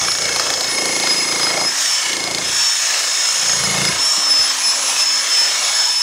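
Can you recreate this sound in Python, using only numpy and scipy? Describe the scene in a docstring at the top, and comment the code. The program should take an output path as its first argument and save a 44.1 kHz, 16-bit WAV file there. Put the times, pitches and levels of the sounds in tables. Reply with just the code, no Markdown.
"""An electric demolition hammer pounds brick and soil in three bouts, close by at the foot of a wall.
A pinion drives the crank, which throws the striker once a turn. Under load the motor slows, the gears
grow loud, and each blow cracks, rings the chisel and thumps the ground. The motor fan whines and hisses
throughout. After the last bout the chisel tip is set down on rubble and the tool idles. Mono."""
import sys
import numpy as np
from scipy import signal
from scipy.fft import rfft, irfft, next_fast_len
from scipy.io import wavfile
from scipy.ndimage import uniform_filter1d, map_coordinates

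SR = 44100
rng = np.random.default_rng(int(sys.argv[2]) if len(sys.argv) > 2 else 0)


def file_out(sig):
    """Save sig as 16-bit WAV at sys.argv[1]."""
    # one column per channel
    cols = np.atleast_2d(sig).T
    # limit, then scale
    lim = np.clip(cols, -1, 1)
    pcm = np.round(lim * 32767).astype(np.int16)
    wavfile.write(sys.argv[1], SR, pcm)


N = 265464
TIME_S = np.arange(N) / SR


def amp(db):
    return 10 ** (np.asarray(db) / 20)


def unit_rms(x):
    return x / np.sqrt(np.mean(x ** 2) + 1e-20)


def curves(rows, at_s=TIME_S):
    """Each column after the time, interpolated."""
    times_s, *columns = np.transpose(rows)
    return [np.interp(at_s, times_s, column) for column in columns]


def swells(rows):
    """Gain from (s, dB) rows joined in amplitude: broad tops, sharp dips."""
    return curves([(s, amp(db)) for s, db in rows])[0]


def wobble(rate_hz):
    """Smooth random curve, rate_hz knots a second."""
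    knots = rng.standard_normal(int(N * rate_hz / SR) + 4)
    return map_coordinates(knots, [TIME_S * rate_hz])


def filtered(x, response):
    """x times a complex response of frequency."""
    size = next_fast_len(N + SR // 2)
    return irfft(rfft(x, size) * response(np.fft.rfftfreq(size, 1 / SR)), size)[..., :N]


def resonate_twice(x, modes):
    """Two passes through a bank of resonances of alternating sign."""
    def bank(hz):
        return sum((-1) ** k * amp(db) * 1j * hz * width / (centre ** 2 - hz ** 2 + 1j * hz * width)
                   for k, (centre, width, db) in enumerate(modes))
    return filtered(filtered(x, bank), bank)


def rush(spectrum, patchy_db):
    """Coloured noise of rms 1 with patches of random gain."""
    cells = signal.stft(rng.standard_normal(N + 512), nperseg=512)[2]
    patches = uniform_filter1d(rng.standard_normal(cells.shape), size=2, axis=0)
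    patches = unit_rms(uniform_filter1d(patches, size=36, axis=1))
    noise = signal.istft(cells * amp(patchy_db * patches), nperseg=512)[1][:N]
    knots_hz, db = np.transpose(spectrum)
    colour = lambda hz: amp(np.interp(np.log(hz + 1), np.log(knots_hz), db, left=-120))
    return unit_rms(filtered(noise, colour))


def tone(cycles, jitter_rad):
    """Sine of rms 1 with phase jitter."""
    return np.sqrt(2) * np.sin(2 * np.pi * cycles + jitter_rad * wobble(150))


def wall_echo_gain(rate_hz, echo=0.95, drift_rad=1.65):
    """A tone meets its echo in drifting phase: broad swells, brief dips."""
    return unit_rms(np.abs(1 + echo * np.exp(1j * drift_rad * wobble(rate_hz))))


def once_a_turn(crank, at_turns, sharpness):
    """A swell of peak 1 around one crank angle."""
    return np.exp(sharpness * (np.cos(2 * np.pi * (crank - at_turns)) - 1))


def stroke_ends(crank):
    """A swell at each end of the piston stroke."""
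    return once_a_turn(crank, -0.26, sharpness=2.2) + 0.91 * once_a_turn(crank, 0.18, sharpness=3.8)


# Each row: time in seconds, rotor speed in turns a second.
ROTOR_SPEED = [(0.0, 274.66), (0.099, 280.8), (0.165, 281.6), (0.275, 271.9), (0.389, 271.55),
               (0.665, 274.3), (0.749, 271.38), (0.874, 270.74), (0.961, 266.9), (1.091, 266.51),
               (1.26, 268.01), (1.408, 266.38), (1.64, 267.1), (1.788, 284.5), (1.86, 285.6),
               (2.014, 278.85), (2.14, 267.1), (2.316, 267.3), (2.389, 264.7), (2.59, 284.6), (2.67, 286.0),
               (2.879, 275.23), (3.408, 276.89), (3.579, 273.62), (3.68, 267.48), (3.84, 266.87),
               (3.93, 268.3), (3.995, 279.4), (4.07, 285.3), (4.155, 285.4), (4.31, 276.0), (4.383, 275.1),
               (4.618, 276.59), (6.02, 276.89)]
PINION_TEETH, GEAR_TEETH, INERTIA_S = 8, 77, 0.04


def drive():
    """Shaft, pinion and crank angles in turns, and load (0 to 1), which rises as the rotor slows."""
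    speed_hz = uniform_filter1d(curves(ROTOR_SPEED)[0], size=round(INERTIA_S * SR))
    load = np.clip((279 - speed_hz) / 11, 0, 1)
    turns = np.cumsum(speed_hz) / SR
    crank = turns * PINION_TEETH / GEAR_TEETH - 0.38
    shaft = turns + 0.0095 * load * np.sin(2 * np.pi * (crank + 0.51))  # slows on each piston squeeze
    pinion = turns + 0.046 * load * np.sin(2 * np.pi * (crank + 0.31))  # winds up, then lets go
    return shaft, pinion, crank, load


# Each row: time in seconds, level in dB.
UNBALANCE_LEVELS = [(0, -54), (1.7, -51), (2.4, -60), (2.6, -52), (3.05, -52), (3.3, -51), (4.1, -53),
                    (4.3, -46.5), (5.4, -50.5), (5.8, -65), (6.02, -57)]
# Each row: multiple of shaft speed, level in dB.
ROTOR_ORDERS = [(10, -58)]
MAINS_OVERTONE_HZ, MAINS_DB = 360, -58


def motor_hum(shaft):
    """A weak rotor tone, rotor unbalance and a mains overtone."""
    rotor = sum(amp(db + 0.74 * wobble(3.98)) * tone(order * shaft, 0.6) for order, db in ROTOR_ORDERS)
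    unbalance = amp(curves(UNBALANCE_LEVELS)[0] + 2.5 * wobble(7)) * tone(shaft, 0.48)
    mains = np.sqrt(2) * np.sin(2 * np.pi * MAINS_OVERTONE_HZ * TIME_S)
    return rotor + unbalance + amp(MAINS_DB + 3 * wobble(4.6)) * mains


# One list per band: low, middle, high. Each row: frequency in Hz, relative density in dB.
ROAR_SPECTRA = [
    [(25, -33), (120, -24), (220, -18.5), (420, -14), (600, -4), (800, -3.5), (1100, -2.5), (1350, -5),
     (2000, -64)],
    [(900, -9), (1300, -4.5), (1500, -3.5), (1800, 1), (2100, -5.5), (3000, -60)],
    [(1600, -36), (2150, -5), (2900, -0.5), (3800, -1), (5000, -3.5), (6500, -14), (11000, -80)],
]
# Each row: frequency in Hz, relative density in dB.
HISS_SPECTRUM = [(2350, -29), (4000, -18), (4920, -11), (5090, -2), (5430, -2.5), (5520, 0), (6790, -1.5),
                 (7030, -2.5), (9060, -9.5), (10800, -20), (11000, -23.5), (13900, -23.5), (15100, -23),
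                 (15800, -30)]
# Each row: time in seconds, then hiss, low roar and middle roar in dB.
AIR_LEVELS = [(0.0, -26, -33, -32), (0.03, -23, -28, -29), (0.07, -25.5, -34, -30.5), (1.16, -24, -32, -31),
              (1.59, -24, -24.5, -32), (1.71, -23.5, -36, -29), (1.81, -18, -33, -26.5),
              (2.13, -25, -37.5, -32.5), (2.3, -29, -32, -35.5), (2.55, -22, -35, -30),
              (3.03, -20.5, -34, -28), (3.97, -23.5, -29, -31), (4.16, -21, -31.5, -30.5),
              (4.26, -23, -32.5, -30.5), (4.95, -21, -30.5, -32), (5.01, -18.5, -31, -28),
              (5.05, -22.5, -33.5, -30), (5.82, -21, -32, -29.5), (5.99, -24.5, -38.5, -35.5),
              (6.02, -23, -35, -32)]


def fan_air(crank):
    """Fan roar and hiss, pulsing with the crank."""
    hiss_db, low_db, middle_db = curves(AIR_LEVELS)
    high_db = hiss_db - 3
    roar = sum(amp(db) * rush(spectrum, patchy_db=2.5)
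               for db, spectrum in zip((low_db, middle_db, high_db), ROAR_SPECTRA))
    clatter = 1 + 0.29 * once_a_turn(crank, 0.12, sharpness=3)  # the idle striker rattles in its barrel
    roar *= amp(0.77 * wobble(12)) * unit_rms(clatter)
    hiss = unit_rms((1 + 0.12 * stroke_ends(crank)) * rush(HISS_SPECTRUM, patchy_db=2))
    return amp(0.4 * wobble(10)) * (roar + amp(hiss_db) * hiss)


# Each row: time in seconds, level in dB.
BLADE_LEVELS = [(0.0, -28), (0.12, -20.5), (0.2, -31), (0.23, -19.5), (0.3, -30), (0.42, -24.5),
                (1.02, -31), (1.12, -20), (1.34, -27.5), (1.44, -20.5), (1.57, -37), (1.64, -16.5),
                (1.76, -31), (1.94, -19), (2.01, -29.5), (2.43, -34), (2.46, -21.5), (2.5, -30),
                (2.67, -15.5), (2.77, -29), (3.24, -23), (3.28, -17), (3.33, -29), (3.42, -22), (3.75, -35),
                (3.91, -23), (3.96, -28), (4.02, -15), (4.19, -21.5), (4.36, -13), (4.58, -46), (4.69, -16),
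                (4.81, -36), (4.84, -25), (4.96, -35), (5.03, -15), (5.18, -18.5), (5.25, -49), (5.35, -14),
                (5.62, -39), (5.65, -20), (5.72, -28), (5.75, -19), (6.02, -18)]
BLADE_OCTAVE_LEVELS = [(0.0, -42), (0.13, -32), (0.2, -49), (0.28, -36.5), (0.67, -59), (0.69, -31.5),
                       (1.68, -35), (1.76, -56), (1.94, -36.5), (2.4, -44), (2.51, -36.5), (2.92, -44),
                       (4.01, -33), (4.27, -44), (4.31, -29), (4.46, -29.5), (4.51, -43), (4.68, -25.5),
                       (4.73, -37), (4.91, -26.5), (4.98, -41), (5.03, -30), (5.15, -49), (5.2, -32),
                       (5.56, -47), (5.62, -32), (5.78, -32.5), (6.02, -41)]
FAN_BLADES = 19


def fan_whine(shaft, load):
    """The blade tone swells and fades as the tool is turned; its octave meets the wall's echo."""
    flutter = amp((1.1 + 2.6 * load) * wobble(60) + 0.7 * wobble(12))
    blade = flutter * swells(BLADE_LEVELS) * tone(FAN_BLADES * shaft, 0.1)
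    octave_gain = swells(BLADE_OCTAVE_LEVELS) * amp(1.6 * wobble(60)) * wall_echo_gain(9.8)
    return blade + octave_gain * tone(2 * FAN_BLADES * shaft, 0.15)


# Each row: time in seconds, relative level in dB.
MESH_LEVELS = [(0.0, -30), (0.2, -32), (0.25, -24), (0.4, -28.5), (0.45, -37), (0.72, -27), (0.79, -23.5),
               (1.64, -23), (1.68, -40), (2.04, -29), (2.09, -25), (2.42, -28), (2.47, -38), (3.15, -33),
               (3.55, -35), (3.62, -25.5), (3.93, -22.5), (4.0, -36), (5.1, -39), (5.25, -29), (5.4, -43),
               (5.56, -28.5), (6.02, -38)]
MESH_THIRD_LEVELS = [(0.0, -20), (0.03, -24.5), (1.51, -28), (1.86, -30), (2.46, -32), (2.5, -21.5),
                     (3.47, -22), (3.5, -14.5), (3.67, -24), (4.07, -26), (4.12, -17), (4.24, -32),
                     (5.03, -22.5), (5.53, -35), (5.58, -20.5), (6.02, -25)]
# Each row: centre in Hz, width in Hz, gain per pass in dB.
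GEAR_CASE_MODES = [(2210, 325, -3)]


def gear_mesh(shaft, pinion, crank):
    """Three tooth harmonics; the lower two swell as the piston squeezes its air cushion."""
    squeeze = 0.67 + once_a_turn(crank, -0.16, sharpness=2.7)
    squeeze *= amp(curves(MESH_LEVELS)[0] + wobble(60) + 0.5 * wobble(11))
    tooth_force = squeeze * amp(3 * wobble(300)) * tone(PINION_TEETH * pinion, 0.7)
    first = 1.37 * resonate_twice(tooth_force, GEAR_CASE_MODES)
    second = amp(-11.5) * squeeze * tone(2 * PINION_TEETH * shaft, 0.54)
    third_gain = amp(curves(MESH_THIRD_LEVELS)[0] + wobble(80)) * wall_echo_gain(10) * stroke_ends(crank)
    return first + second + third_gain * tone(3 * PINION_TEETH * pinion, 1.0)


# Each row: start in seconds, level in dB, lower mode in Hz, T60 in seconds.
TIP_BUMPS = [(4.176, -27, 202, .07), (4.394, -33.5, 65, .13)]


def tip_bumps():
    """The chisel tip is set down on rubble: dull bumps of two modes."""
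    out, t = np.zeros(N + SR), np.arange(SR // 8) / SR
    attack = 1 - np.exp(-t / 0.0026)
    for start_s, db, hz, t60_s in TIP_BUMPS:
        modes = np.sin(2 * np.pi * hz * t) + 1.2 * np.sin(2 * np.pi * 1.6 * hz * t)
        out[round(start_s * SR):][:len(t)] += amp(db - 60 * t / t60_s) * modes * attack
    return out[:N]


# Each row: time in seconds, scatter of the pushes in crank turns.
PUSH_SCATTER = [(0, 0.02), (.68, 0.022), (.8, 0.0023), (1.7, 0.0026), (2.1, 0.0075), (6.02, .006)]
# Each row: delay after the push in seconds, relative level in dB.
GROUND_CONTACTS = [(0, 0), (.015, -9)]
# Each row: centre in Hz, width in Hz, relative gain per pass in dB.
BRICK_MODES = [(490, 170, 0), (620, 120, -5)]
MORTAR_MODES = [(260, 130, 0), (385, 150, 1)]
SOIL_MODES = [(134.5, 52, 1), (192.7, 46, 2)]
FOOTING_MODES = [(59.3, 67, -3.5), (100, 130, -4)]
# One list per stretch: first bout's uneven start, its steady rest, second bout, third bout.
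# Each row: time in seconds, then brick, mortar, soil and footing in dB.
GROUND_STRETCHES = [
    [(0.0, -47, -42, -41, -35), (0.086, -39, -43, -41, -49), (0.112, -43, -39, -47, -42),
     (0.152, -44, -48, -47, -55), (0.216, -34.5, -43.5, -43, -43), (0.642, -38, -40, -49.5, -52),
     (0.72, -41, -45, -37, -47)],
    [(0.72, -38, -31, -38, -42), (0.766, -34, -33.5, -46, -49), (0.834, -32, -31, -41, -58),
     (1.272, -41, -35, -42.5, -64), (1.298, -34.5, -34.5, -43, -53), (1.64, -37, -34.5, -40, -53),
     (1.76, -53, -47, -60, -55)],
    [(2.0, -58, -62, -66, -84), (2.052, -46, -49, -53, -61), (2.116, -37.5, -34.5, -47, -51),
     (2.384, -41, -35.5, -37.5, -46), (2.486, -40, -41, -44, -42), (2.62, -52, -59, -55, -51),
     (2.66, -58, -52, -68, -65)],
    [(3.36, -58, -57, -48, -78), (3.484, -43, -52, -44, -46), (3.672, -33.5, -42.5, -30, -40),
     (3.894, -37, -34, -27, -46), (3.936, -42, -42, -43, -35), (4.042, -56, -53, -63, -50),
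     (4.1, -47, -57, -53, -56)],
]
PUSH_LEAD_TURNS, DISPERSION_S_PER_HZ, FADE_S = 0.1497, 1.1e-4, 0.03


def ground_shake(crank):
    """The tool leans on the ground just before each blow, rebounds and grinds on rubble."""
    scatter_turns = curves(PUSH_SCATTER)[0]
    push_turns = crank + PUSH_LEAD_TURNS + scatter_turns * wobble(28)
    strokes = np.diff(np.floor(np.maximum.accumulate(push_turns)), prepend=0) > 0
    force = sum(amp(db + 0.32 * wobble(29.9)) * np.roll(strokes, round(delay_s * SR))
                for delay_s, db in GROUND_CONTACTS)
    grind_gain = (0.0046 + 0.68 * scatter_turns) * amp(2.2 * wobble(30))
    force += grind_gain * rng.standard_normal(N)
    # In the mortar bed the higher waves arrive later.
    lag_rad = lambda hz: np.pi * DISPERSION_S_PER_HZ * (np.clip(hz, 230, 520) - 230) ** 2
    force = filtered(force, lambda hz: np.exp(-1j * lag_rad(hz)))
    layers = np.array([unit_rms(resonate_twice(force, modes))
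                       for modes in (BRICK_MODES, MORTAR_MODES, SOIL_MODES, FOOTING_MODES)])
    gains = np.zeros_like(layers)
    for stretch in GROUND_STRETCHES:
        inside_s = np.minimum(TIME_S - stretch[0][0] + 0.01, stretch[-1][0] - TIME_S)
        gains += amp(curves(stretch)) * np.clip(inside_s / FADE_S, 0, 1)
    wander_db = 0.5 * (wobble(20) + 0.67 * np.array([wobble(12) for _ in layers]))
    return np.sum(gains * amp(wander_db) * layers, axis=0)


# Blow colour in the three bouts. Each row: time in seconds, then crack, crunch, knock, ring in relative dB.
BLOW_BOUTS = [
    [(0.0, -5, -19, -4, -28), (0.2, -5.5, -5, -10, -20), (0.5, -5, -0.5, -8, -28),
     (0.66, -3.5, -5, -22, -24), (0.72, -5, -7, -14, -15), (0.9, -7.5, -4, -13, -19),
     (1.07, -2, -1, -8.5, -22), (1.2, -13, -20, -19, -25), (1.36, -5, -18, -2.5, -34),
     (1.5, -13, -4, -8, -38), (1.63, -6, 6, -10, -33), (1.66, -20, -19, -20, -38)],
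    [(2.05, -8, -11, -15, -42), (2.24, -3, -7, -28, -38), (2.39, -2.5, -3, -11, -36),
     (2.5, -34, -21, -24, -33)],
    [(3.45, -10, -17, -8, -34), (3.57, -9, -19, -17, -16), (3.66, -16, -4, -11, -14.5),
     (3.86, -0.5, -12, -5.5, -13.5), (3.93, -13, -13, -8, -19), (3.98, -20, -18, -9, -45)],
]
# Blows that bite or miss. Each row: time in seconds, offset in dB in place of the random one.
BLOW_ACCENTS = [(.05, -5), (.15, 2), (.22, 1), (.29, 2), (.33, -5), (.36, 4.5), (.40, 6), (.43, -21),
                (.50, 4.5), (.61, 5), (.68, -11), (.85, 6), (1.1, 0), (1.4, 1.5), (1.47, 2.5), (1.57, 2.5),
                (2.385, 1.5), (3.64, 6), (3.89, -1)]


def striker_throws(crank, scatter_db=2):
    """One throw a crank turn within each bout: yields its sample and four levels in dB."""
    starts = np.flatnonzero(np.diff(np.floor(crank)) > 0)
    offsets_db = scatter_db * rng.standard_normal((len(starts), 4))
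    for time_s, db in BLOW_ACCENTS:
        offsets_db[np.argmin(np.abs(starts / SR - time_s))] = db
    for bout in BLOW_BOUTS:
        for start, offset_db in zip(starts, offsets_db):
            if bout[0][0] <= start / SR <= bout[-1][0]:
                yield start, offset_db + curves(bout, at_s=start / SR)


# Each row: centre in Hz, width in Hz, gain per pass in dB.
CRACK_MODES = [(3860, 2540, 1), (7600, 7800, -1.5)]
CRUNCH_MODES = [(653, 360, -2), (893, 270, -2.5)]
KNOCK_MODES = [(1030, 420, 1.5), (1680, 1800, 0)]
GRIT_MODES = [(12600, 7000, -13)]
# Each row: frequency in Hz, relative level in dB, T60 in seconds.
CHISEL_MODES = [(10720, 0, .035), (10850, -6, .03)]
BURST_T60_S, CRACK_LOWPASS_HZ = (0.02, 0.06, 0.025, 0.03), 8100


def chisel_blows(crank):
    """Each blow rings the chisel and sets off four noise bursts: crack, crunch, knock and grit."""
    bursts, ring = np.zeros((4, N + SR)), np.zeros(N + SR)
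    t = np.arange(SR // 20) / SR
    burst_attack, ring_attack = 1 - np.exp(-t / 0.00033), 1 - np.exp(-t / 0.0043)
    for start, (crack_db, crunch_db, knock_db, ring_db) in striker_throws(crank):
        span = slice(start, start + len(t))
        grit_db = crack_db - 35
        for burst, db, t60_s in zip(bursts, (crack_db, crunch_db, knock_db, grit_db), BURST_T60_S):
            burst[span] += amp(db - 60 * t / t60_s) * burst_attack * rng.standard_normal(len(t))
            burst[start + 12:start + 18] += amp(db + 9) * np.hanning(6)  # contact: one short push
        for hz, db, t60_s in CHISEL_MODES:
            ring[span] += amp(ring_db + db - 60 * t / t60_s) * np.sin(2 * np.pi * hz * t) * ring_attack
    bursts = bursts[:, :N]
    bursts[0] = filtered(bursts[0], lambda hz: 1 / (1 + 1j * hz / CRACK_LOWPASS_HZ) ** 2)
    colours = (CRACK_MODES, CRUNCH_MODES, KNOCK_MODES, GRIT_MODES)
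    return ring[:N] + sum(resonate_twice(burst, modes) for burst, modes in zip(bursts, colours))


def scene():
    """Motor, blows, ground and tip bumps, alike in both channels."""
    shaft, pinion, crank, load = drive()
    motor = fan_whine(shaft, load) + gear_mesh(shaft, pinion, crank) + motor_hum(shaft) + fan_air(crank)
    mono = motor + chisel_blows(crank) + ground_shake(crank) + tip_bumps()
    return np.array([mono, mono])


def record(dry):
    """Rounds off the peaks, drops the deep bass and limits the band."""
    ceiling, highpass_hz, top_hz = 0.62, 40, 15750
    x = dry / (1 + np.abs(dry / ceiling) ** 6) ** (1 / 6)
    x = filtered(x, lambda hz: (1j * hz / (highpass_hz + 1j * hz)) ** 3)
    return filtered(x, lambda hz: hz < top_hz)


dry = scene()
out = record(dry)
file_out(out)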